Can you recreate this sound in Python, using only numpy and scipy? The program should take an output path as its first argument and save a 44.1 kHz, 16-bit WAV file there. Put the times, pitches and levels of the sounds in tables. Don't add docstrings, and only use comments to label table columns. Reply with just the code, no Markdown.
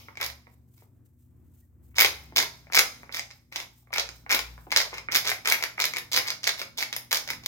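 import sys
import numpy as np
from scipy import signal
from scipy.fft import rfft, irfft, next_fast_len
from scipy.io import wavfile
from scipy.ndimage import uniform_filter1d, map_coordinates

SR = 44100
rng = np.random.default_rng(int(sys.argv[2]) if len(sys.argv) > 2 else 0)


def bounce(signal):
    frames = np.transpose(np.atleast_2d(signal))
    limited = np.clip(frames, -1, 1)
    pcm = np.round(limited * 32767).astype(np.int16)
    wavfile.write(sys.argv[1], SR, pcm)


N = 329427

# start_s, burr_level_db, body_over_burr_db
PEPPERCORNS = [(0.1546, -46.5, 5), (0.1717, -32, 3), (0.2125, -21.5, -0.5), (0.2288, -20.5, -6.5),
               (0.2396, -23.5, -1), (0.245, -24.5, -9), (0.2624, -22, -25.5), (0.3, -33.5, 1),
               (1.96, -33, -12.5), (1.9836, -8.5, -2.5), (1.9923, -7.5, -3.5), (2.0026, -9, -2.5),
               (2.0092, -6.5, -2), (2.0195, -12.0, 2), (2.0292, -15, -10), (2.0465, -8, 0),
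               (2.0602, -11, -13.5), (2.3616, -10.5, -3), (2.3698, -10, -4.5), (2.3814, -9.0, -4.5),
               (2.3878, -8, -4.5), (2.4007, -13.5, -2), (2.7226, -25.5, 0.5), (2.7333, -18.5, -4.5),
               (2.7385, -21.5, -13), (2.7467, -11.5, -1), (2.752, -10.0, -9.5), (2.7606, -13, -12.5),
               (2.767, -8.5, -3.0), (2.7742, -9, 1), (2.787, -6.5, -21.5), (2.7914, -3.5, -1.5),
               (3.1245, -28.5, -9), (3.1457, -25.5, -16), (3.1638, -25.0, -6), (3.169, -23.5, -3),
               (3.1812, -32.5, -6.0), (3.1941, -18, -3.5), (3.305, -40.5, 2.5), (3.3105, -37.5, -1.5),
               (3.5317, -38.5, -4.0), (3.5596, -19.0, -2.5), (3.565, -23.5, -10.5), (3.6011, -23.5, -5.5),
               (3.9293, -39, 19), (3.9373, -20, -3.5), (3.9416, -22.5, -7.5), (3.9722, -25, -0.5),
               (3.9818, -12.5, 0.5), (3.9967, -12.5, -9.5), (4.0894, -27.5, -2), (4.2951, -50, 21),
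               (4.3077, -15.5, -8.5), (4.3147, -11, -6), (4.3282, -14.5, -11), (4.3471, -9.5, -11),
               (4.3912, -15.5, -3.5), (4.7056, -35.0, -4.5), (4.7175, -18, -2.5), (4.7235, -18.5, 4.5),
               (4.762, -5, -6.5), (4.7723, -6, -6), (4.8023, -19.5, 3.5), (4.8132, -18, -2),
               (4.9413, -31, 0), (4.9455, -35.5, -4.5), (4.9732, -33, 2), (4.9816, -27.5, 0.5),
               (5.1162, -25.5, -7.0), (5.1209, -17.5, -5.5), (5.1271, -22, -4.5), (5.1398, -21.5, -4.5),
               (5.1469, -11.5, -9), (5.1528, -9.5, -4.5), (5.1595, -9.5, -5.5), (5.1692, -12, -7.0),
               (5.253, -22.5, -27), (5.2671, -21.5, 0.5), (5.2741, -14.0, -6.0), (5.2834, -15.0, -6.5),
               (5.2928, -18, 1), (5.3003, -15.5, -11.5), (5.3162, -23, 6.5), (5.3219, -27, 0.5),
               (5.3335, -32, -11.5), (5.4566, -18, 0), (5.4736, -11.5, -1), (5.4857, -15.5, -4.5),
               (5.4988, -7, -12), (5.5223, -10.5, 1), (5.6251, -18, -1.5), (5.6375, -16, -1.5),
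               (5.6426, -28.5, -12.5), (5.8012, -12.5, -5), (5.8129, -16, -8), (5.8201, -14.5, -9),
               (5.8407, -12, -1), (5.8536, -13, -5.5), (5.9364, -24, 1), (5.9618, -23.0, 0),
               (5.9679, -19.0, 0), (5.9835, -22.5, -1.5), (6.1223, -19, -11), (6.1317, -15, -13.5),
               (6.1461, -16.5, -2), (6.163, -10, -9), (6.1744, -11.5, -1.5), (6.2705, -25, -9),
               (6.2767, -22.5, -22), (6.283, -18.5, -8.5), (6.3033, -16, -2.5), (6.4324, -25, -13),
               (6.441, -15.5, -15.5), (6.4699, -17, -10.5), (6.4741, -6.5, -7.5), (6.492, -13, -2.5),
               (6.5967, -36.5, -4), (6.6155, -22.5, 2.5), (6.7748, -24.5, -16.0), (6.7812, -24, -17.5),
               (6.7878, -21.5, -18), (6.8115, -22, -13.5), (6.8158, -25, -11), (6.826, -17, -0.5),
               (6.8337, -25.5, -10), (6.9275, -19, -4.5), (6.9359, -29, -2), (6.964, -21, -1),
               (7.1106, -24.5, -2.5), (7.1161, -16, -3), (7.1278, -8.5, -2.5), (7.1455, -13.5, -18),
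               (7.1563, -15, -5), (7.1713, -15.5, -12.0), (7.2763, -26.5, -2), (7.2882, -28, 2),
               (7.2982, -33, 0), (7.3028, -19.5, 0.5), (7.3095, -24.5, -5.5), (7.3332, -29, 0.5),
               (7.4606, -15, -10)]
# start_s, level_db, upper_ring_over_level_db
SHAFT_KNOCKS = [(0.084, -42, 7), (0.469, -51.5, 6.5), (0.822, -53, -13), (1.564, -77, 10), (1.915, -85, 17),
                (1.944, -73, 25), (2.323, -46.5, 3), (2.669, -53, 5), (2.7, -49.5, 8.5), (3.032, -46.5, 5),
                (3.093, -44.5, 8.5), (3.521, -53, -9), (3.827, -64, -19), (3.872, -59.5, 6.5),
                (3.905, -45.5, -0.5), (4.263, -45, 11), (4.578, -48.5, 8), (4.668, -39, -9),
                (4.929, -33.5, -10), (5.086, -35.5, 12.5), (5.78, -36, 12.5)]
# start_s, length_s, grit_level_db, brightness_db
TWISTS = [(0.199, 0.072, -28.5, -9), (0.46, 0.08, -71.5, -15), (0.77, 0.066, -63, -1),
          (1.953, 0.11, -25, -0.5), (2.356, 0.085, -20.5, -2), (2.715, 0.085, -28.5, -3),
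          (3.115, 0.09, -33.5, -2), (3.30, 0.0267, -55.5, -5), (3.516, 0.13, -34.5, -4),
          (3.921, 0.088, -26.5, -7), (4.291, 0.082, -20, -7), (4.699, 0.016, -38.5, -11.5),
          (4.767, 0.052, -23.5, -5.5), (4.918, 0.0646, -33, -13), (5.106, 0.084, -25.5, -6.5),
          (5.243, 0.052, -26, -7.5), (5.447, 0.12, -25.5, -6), (5.584, 0.045, -31.5, -12),
          (5.776, 0.06, -26.5, -8.5), (5.943, 0.047, -36.5, -9.5), (6.116, 0.078, -22.5, 1.5),
          (6.252, 0.078, -29.5, -11), (6.436, 0.068, -27.5, -10.5), (6.576, 0.055, -30.5, -1),
          (6.771, 0.068, -26.5, 1), (6.921, 0.053, -39.5, -3), (7.107, 0.088, -31.5, -12),
          (7.27, 0.045, -36.5, -14), (7.434, 0.036, -39, -4)]
# pitch_hz, width_hz, level_db
HOLLOW = [(307, 420, -10), (566, 860, -4), (1030, 365, -3)]
BODY = [(1343, 690, -11), (2213, 290, 1)]
BURR = [(3740, 974, -1.5), (5127, 520, 2), (6380, 933, -5.5)]
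SIZZLE = [(9200, 310, -8), (10670, 1600, -1), (13470, 7600, -4)]
RIGHT_OVER_LEFT = [0.5, -1.5, 3, 1.5]
# pitch_hz, fade_s
KITCHEN_FADE = [(250, 0.36), (800, 0.39), (2100, 0.2672), (5500, 0.3), (14000, 0.26)]
# time_s, pitch_hz, level_db
DRONES = [
    [(0.0, 71.2, -63), (0.3, 72.2, -55), (0.95, 71.5, -65), (2.16, 67.2, -49.5), (2.8, 63.6, -57),
     (3.7, 61.5, -65.5), (4.39, 59.1, -49), (6.0, 53, -74)],
    [(0.0, 97.3, -54), (0.4, 99, -80), (0.8, 100.2, -54), (1.14, 87, -60), (2.04, 87.3, -53.5),
     (2.4, 88.2, -62.5), (4.7, 86, -70)],
    [(4.7, 101.6, -63), (5.38, 101.2, -54.5), (5.6, 98.4, -71), (6.24, 99, -62), (6.5, 99.6, -87)],
    [(1.8, 147, -79), (2.25, 154, -59.5), (2.83, 156, -63), (3.6, 158.6, -74.5), (4.6, 161.2, -68.5),
     (4.9, 160, -57), (6.8, 161, -72)],
]
# pitch_hz, level_db
HUM = [(120, -63.5), (240, -70.5), (360, -84)]
# time_s, level_db
ROOM_NOISE_LEVEL = [(0.0, -62), (1.14, -63), (2.27, -59.5), (3.29, -63.5), (3.41, -67.5), (3.93, -67),
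                    (4.12, -62.5), (4.54, -59), (5.22, -59), (6.8, -59), (7.47, -57.5)]
# pitch_hz, density_db (per Hz)
RUMBLE_COLOUR = [(20, -42.5), (40, -9.5), (80, -7), (120, -5), (200, -10.5), (300, -10.5), (420, -23),
                 (700, -32), (2000, -42), (5000, -62)]
# pitch_hz, density_db (per Hz)
HISS_COLOUR = [(1500, -15), (5000, -15), (8000, -6.5), (10500, -11.5), (13100, -3), (13500, -0.5),
               (13900, -6), (15000, 0), (16000, -12)]
# peak_s, level_db, rise_s, fall_s
RUSTLES = [(0.531, -68, .08, 0.071), (0.798, -62, .14, 0.11), (0.97, -82, .04, 0.077),
           (1.056, -72, .015, .12), (1.196, -72.5, .025, .18), (1.604, -66.5, .2, .09),
           (1.844, -69.5, .03, 0.29), (2.24, -64, .1, .1), (2.56, -65, .1, .2), (3.03, -66.5, .12, .06),
           (3.359, -68.5, .2, 0.16), (3.79, -63, .15, .12), (4.16, -60, .1, .12), (4.531, -63, .1, .08),
           (4.61, -65, .06, 0.24)]
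# middle_s, pitch_hz, level_db, half_length_s
SQUEAK = (1.635, 1900, -76, .014)


def amp(db):
    return 10 ** (np.asarray(db) / 20)


def unit(x):
    return x / np.sqrt(np.mean(x ** 2) + 1e-20)


def along(points, hz):
    pitch, value = np.transpose(points)
    return np.interp(np.log(hz + 1), np.log(pitch + 1), value)


def curve(s, value, outside):
    return np.interp(np.arange(N) / SR, s, value, outside, outside)


def wobble(rate):
    knots = rng.standard_normal(int(N * rate / SR) + 4)
    return map_coordinates(knots, [np.arange(N) * rate / SR])


def filtered(x, response):
    m = next_fast_len(N + SR // 2)
    return irfft(rfft(x, m) * response(np.fft.rfftfreq(m, 1 / SR)), m)[..., :N]


def ring(x, modes):
    def response(f):
        total = 0
        for k, (pitch, width, db) in enumerate(modes):
            resonance = 1j * f * width / (pitch * pitch - f * f + 1j * f * width)
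            total = total + (-1) ** k * amp(db) * resonance
        return total

    return filtered(x, lambda f: response(f) / np.sqrt(np.mean(abs(response(f)) ** 2)))


def bursts(s, db, t60, jag):
    t = np.arange(400) / SR
    snap = 16
    rough = jag * rng.standard_normal((len(s), 2, len(t)))
    shape = rough * amp(-60 * t / t60) * np.minimum(1, t * SR / snap)
    shape[:, 0, snap] = 1
    shape *= amp(db)[:, None, None] / np.linalg.norm(shape, axis=2, keepdims=True)
    first = np.round(np.asarray(s) * SR).astype(int)
    at = (first[:, None] + np.arange(len(t))).ravel()
    return np.array([np.bincount(at, shape[:, k].ravel(), N + SR)[:N] for k in range(2)])


def ports(pair, alike, right_db, lead_s):
    turn = np.arccos(np.clip(alike, 0, 1)) / 2
    opposite = pair[1] * np.array([[1], [-1]])
    both = np.cos(turn) * pair[0] + np.sin(turn) * opposite
    half = np.array([[.5], [-.5]])
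    return filtered(both * amp(-right_db * half), lambda f: np.exp(2j * np.pi * f * lead_s * half))


def noise(colour, alike):
    pair = filtered(rng.standard_normal((2, N)), lambda hz: amp(along(colour, hz)))
    return unit(ports(pair, alike, 0, lead_s=0))


def earlier_twist(db, t60):
    modes = [(700, 1100, -1.95)] + BODY + BURR + [(14000, 5000, -7.5)]
    wash = ring(rng.standard_normal((2, N)), modes)
    return amp(db - 60 * np.arange(N) / SR / t60) * wash


def mains_hum():
    t = np.arange(N) / SR
    return sum(amp(db + 3 + 2.2 * wobble(7)) * np.sin(2 * np.pi * hz * t) for hz, db in HUM)


def low_drones():
    t = np.arange(N) / SR
    total = 0
    for points in DRONES:
        s, hz, db = np.transpose(points)
        level = amp(curve(s, db - 1, outside=-120) + 2.9 * wobble(6.6))
        smooth_level = uniform_filter1d(level, SR // 20)
        pitch = np.interp(t, s, hz) + 0.27 * wobble(2.2)
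        total = total + smooth_level * np.sin(2 * np.pi * np.cumsum(pitch) / SR)
    return total


def room_noise():
    level = amp(np.interp(np.arange(N) / SR, *np.transpose(ROOM_NOISE_LEVEL)))
    level = level * amp(2.5 * wobble(6))
    return level * amp(-2.0) * noise(RUMBLE_COLOUR, 0.65)


def microphone_hiss():
    return amp(-82.5) * noise(HISS_COLOUR, .1)


def shaft_knocks():
    s, db, upper_db = np.transpose(SHAFT_KNOCKS)
    low = ring(bursts(s, db + 23, 0.053, jag=0.13), HOLLOW)
    upper = ring(bursts(s, db + upper_db + 24.5, 0.0063, jag=0.51), BODY)
    blunt = filtered(low + upper, lambda f: 1 / (1 + 1j * f / 2400) ** 3)
    return ports(blunt, .85, 0, lead_s=0.00017)


def ring_parts(pushes):
    parts = [(HOLLOW, .9), (BODY, .85), (BURR, .7), (SIZZLE, .55)]
    out = 0
    for push, (modes, alike), right_db in zip(pushes, parts, RIGHT_OVER_LEFT):
        out = out + ports(ring(push, modes), alike, right_db, lead_s=0.00014)
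    return out


def peppercorn_cracks():
    s, burr, woody = np.transpose(PEPPERCORNS)
    body = burr + woody
    usual_db = -19
    scatter_db = 5 * rng.standard_normal(len(s))
    sizzle = burr - 12 + .3 * (burr - usual_db) + scatter_db
    # level_db, tail t60_s, jaggedness
    settings = [(body + 2, .045, .7), (body + 15, .012, .15), (burr + 13.44, .017, .17), (sizzle + 15, .019, .26)]
    return ring_parts([bursts(s, db, t60, jag) for db, t60, jag in settings])


def grains(per_s, spread_db):
    rows = rng.random((int(per_s * N / SR), 2))
    s = rows[:, 0] * N / SR
    db, bright_db = np.full(len(s), -150.), np.zeros(len(s))
    for start, length, level, bright in TWISTS:
        inside = (s >= start) & (s < start + length)
        progress = (s[inside] - start) / length
        db[inside] = level + np.interp(progress, [0, 0.28, 1], [-8.5, 0, -3.5])
        bright_db[inside] = bright
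    db += 3.5 * wobble(120)[(s * SR).astype(int)]
    db -= spread_db * np.log(rows[:, 1] + 0.013)
    return s, db, bright_db


def grit():
    s, db, bright = grains(per_s=700, spread_db=4)
    colour_db = rng.normal(0, 3, (len(s), 4))
    # gain_db, tail t60_s
    settings = [(-8, .045 / 3), (.6 - bright / 3, .012 / 3), (3 + bright, .017 / 3), (-2.5 + bright, .019 / 3)]
    pushes = [bursts(s, db + gain_db + colour_db[:, k], t60, jag=0.3) for k, (gain_db, t60) in enumerate(settings)]
    return ring_parts(pushes)


def kitchen(x, stretch):
    out, step = np.zeros((2, N + 2 * SR)), SR // 4
    delay = 130
    for at in range(0, N, step):
        hz, t, z = signal.stft(rng.standard_normal((2, SR * 3 // 4)), SR, nperseg=256)
        alike = 1 / (1 + (hz[:, None] / 900) ** 2)
        z = np.array([z[0], alike * z[0] + np.sqrt(1 - alike ** 2) * z[1]])
        t60 = stretch * along(KITCHEN_FADE, hz)[:, None]
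        tail = signal.istft(z * amp(-60 * t / t60), SR, nperseg=256)[1]
        wet = signal.fftconvolve(x[:, at:at + step], tail / np.linalg.norm(tail[0]), axes=1)
        out[:, at + delay:at + delay + wet.shape[1]] += wet
    return out[:, :N]


def hand_rustle():
    t = np.arange(N) / SR
    level = 0
    for s, db, rise, fall in RUSTLES:
        away = np.maximum((s - t) / rise, (t - s) / fall)
        level = level + amp(db - 20 * away)
    return level * amp(2.5 * wobble(120)) * noise(HISS_COLOUR, 0.27)


def faint_squeak():
    t = np.arange(N) / SR
    s, hz, db, half = SQUEAK
    swell = np.exp(-((t - s) / half) ** 2)
    return amp(db + 3.3 * wobble(150)) * swell * np.sin(2 * np.pi * hz * t + wobble(160))


def scene():
    mill = shaft_knocks() + peppercorn_cracks() + grit()
    room = amp(-3.0) * kitchen(mill, stretch=0.84) + amp(-15.5) * kitchen(mill, stretch=1.86)
    tones = mains_hum() + low_drones() + faint_squeak()
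    tones = tones * amp([[.8], [-.8]])
    background = tones + room_noise() + hand_rustle() + microphone_hiss()
    return mill + room + earlier_twist(db=-50.5, t60=0.54) + background


def record(dry):
    top_hz = 16000
    rounded = dry / (1 + abs(dry / .95) ** 6) ** (1 / 6)
    return filtered(rounded, lambda hz: hz < top_hz)


dry = scene()
out = record(dry)
bounce(out)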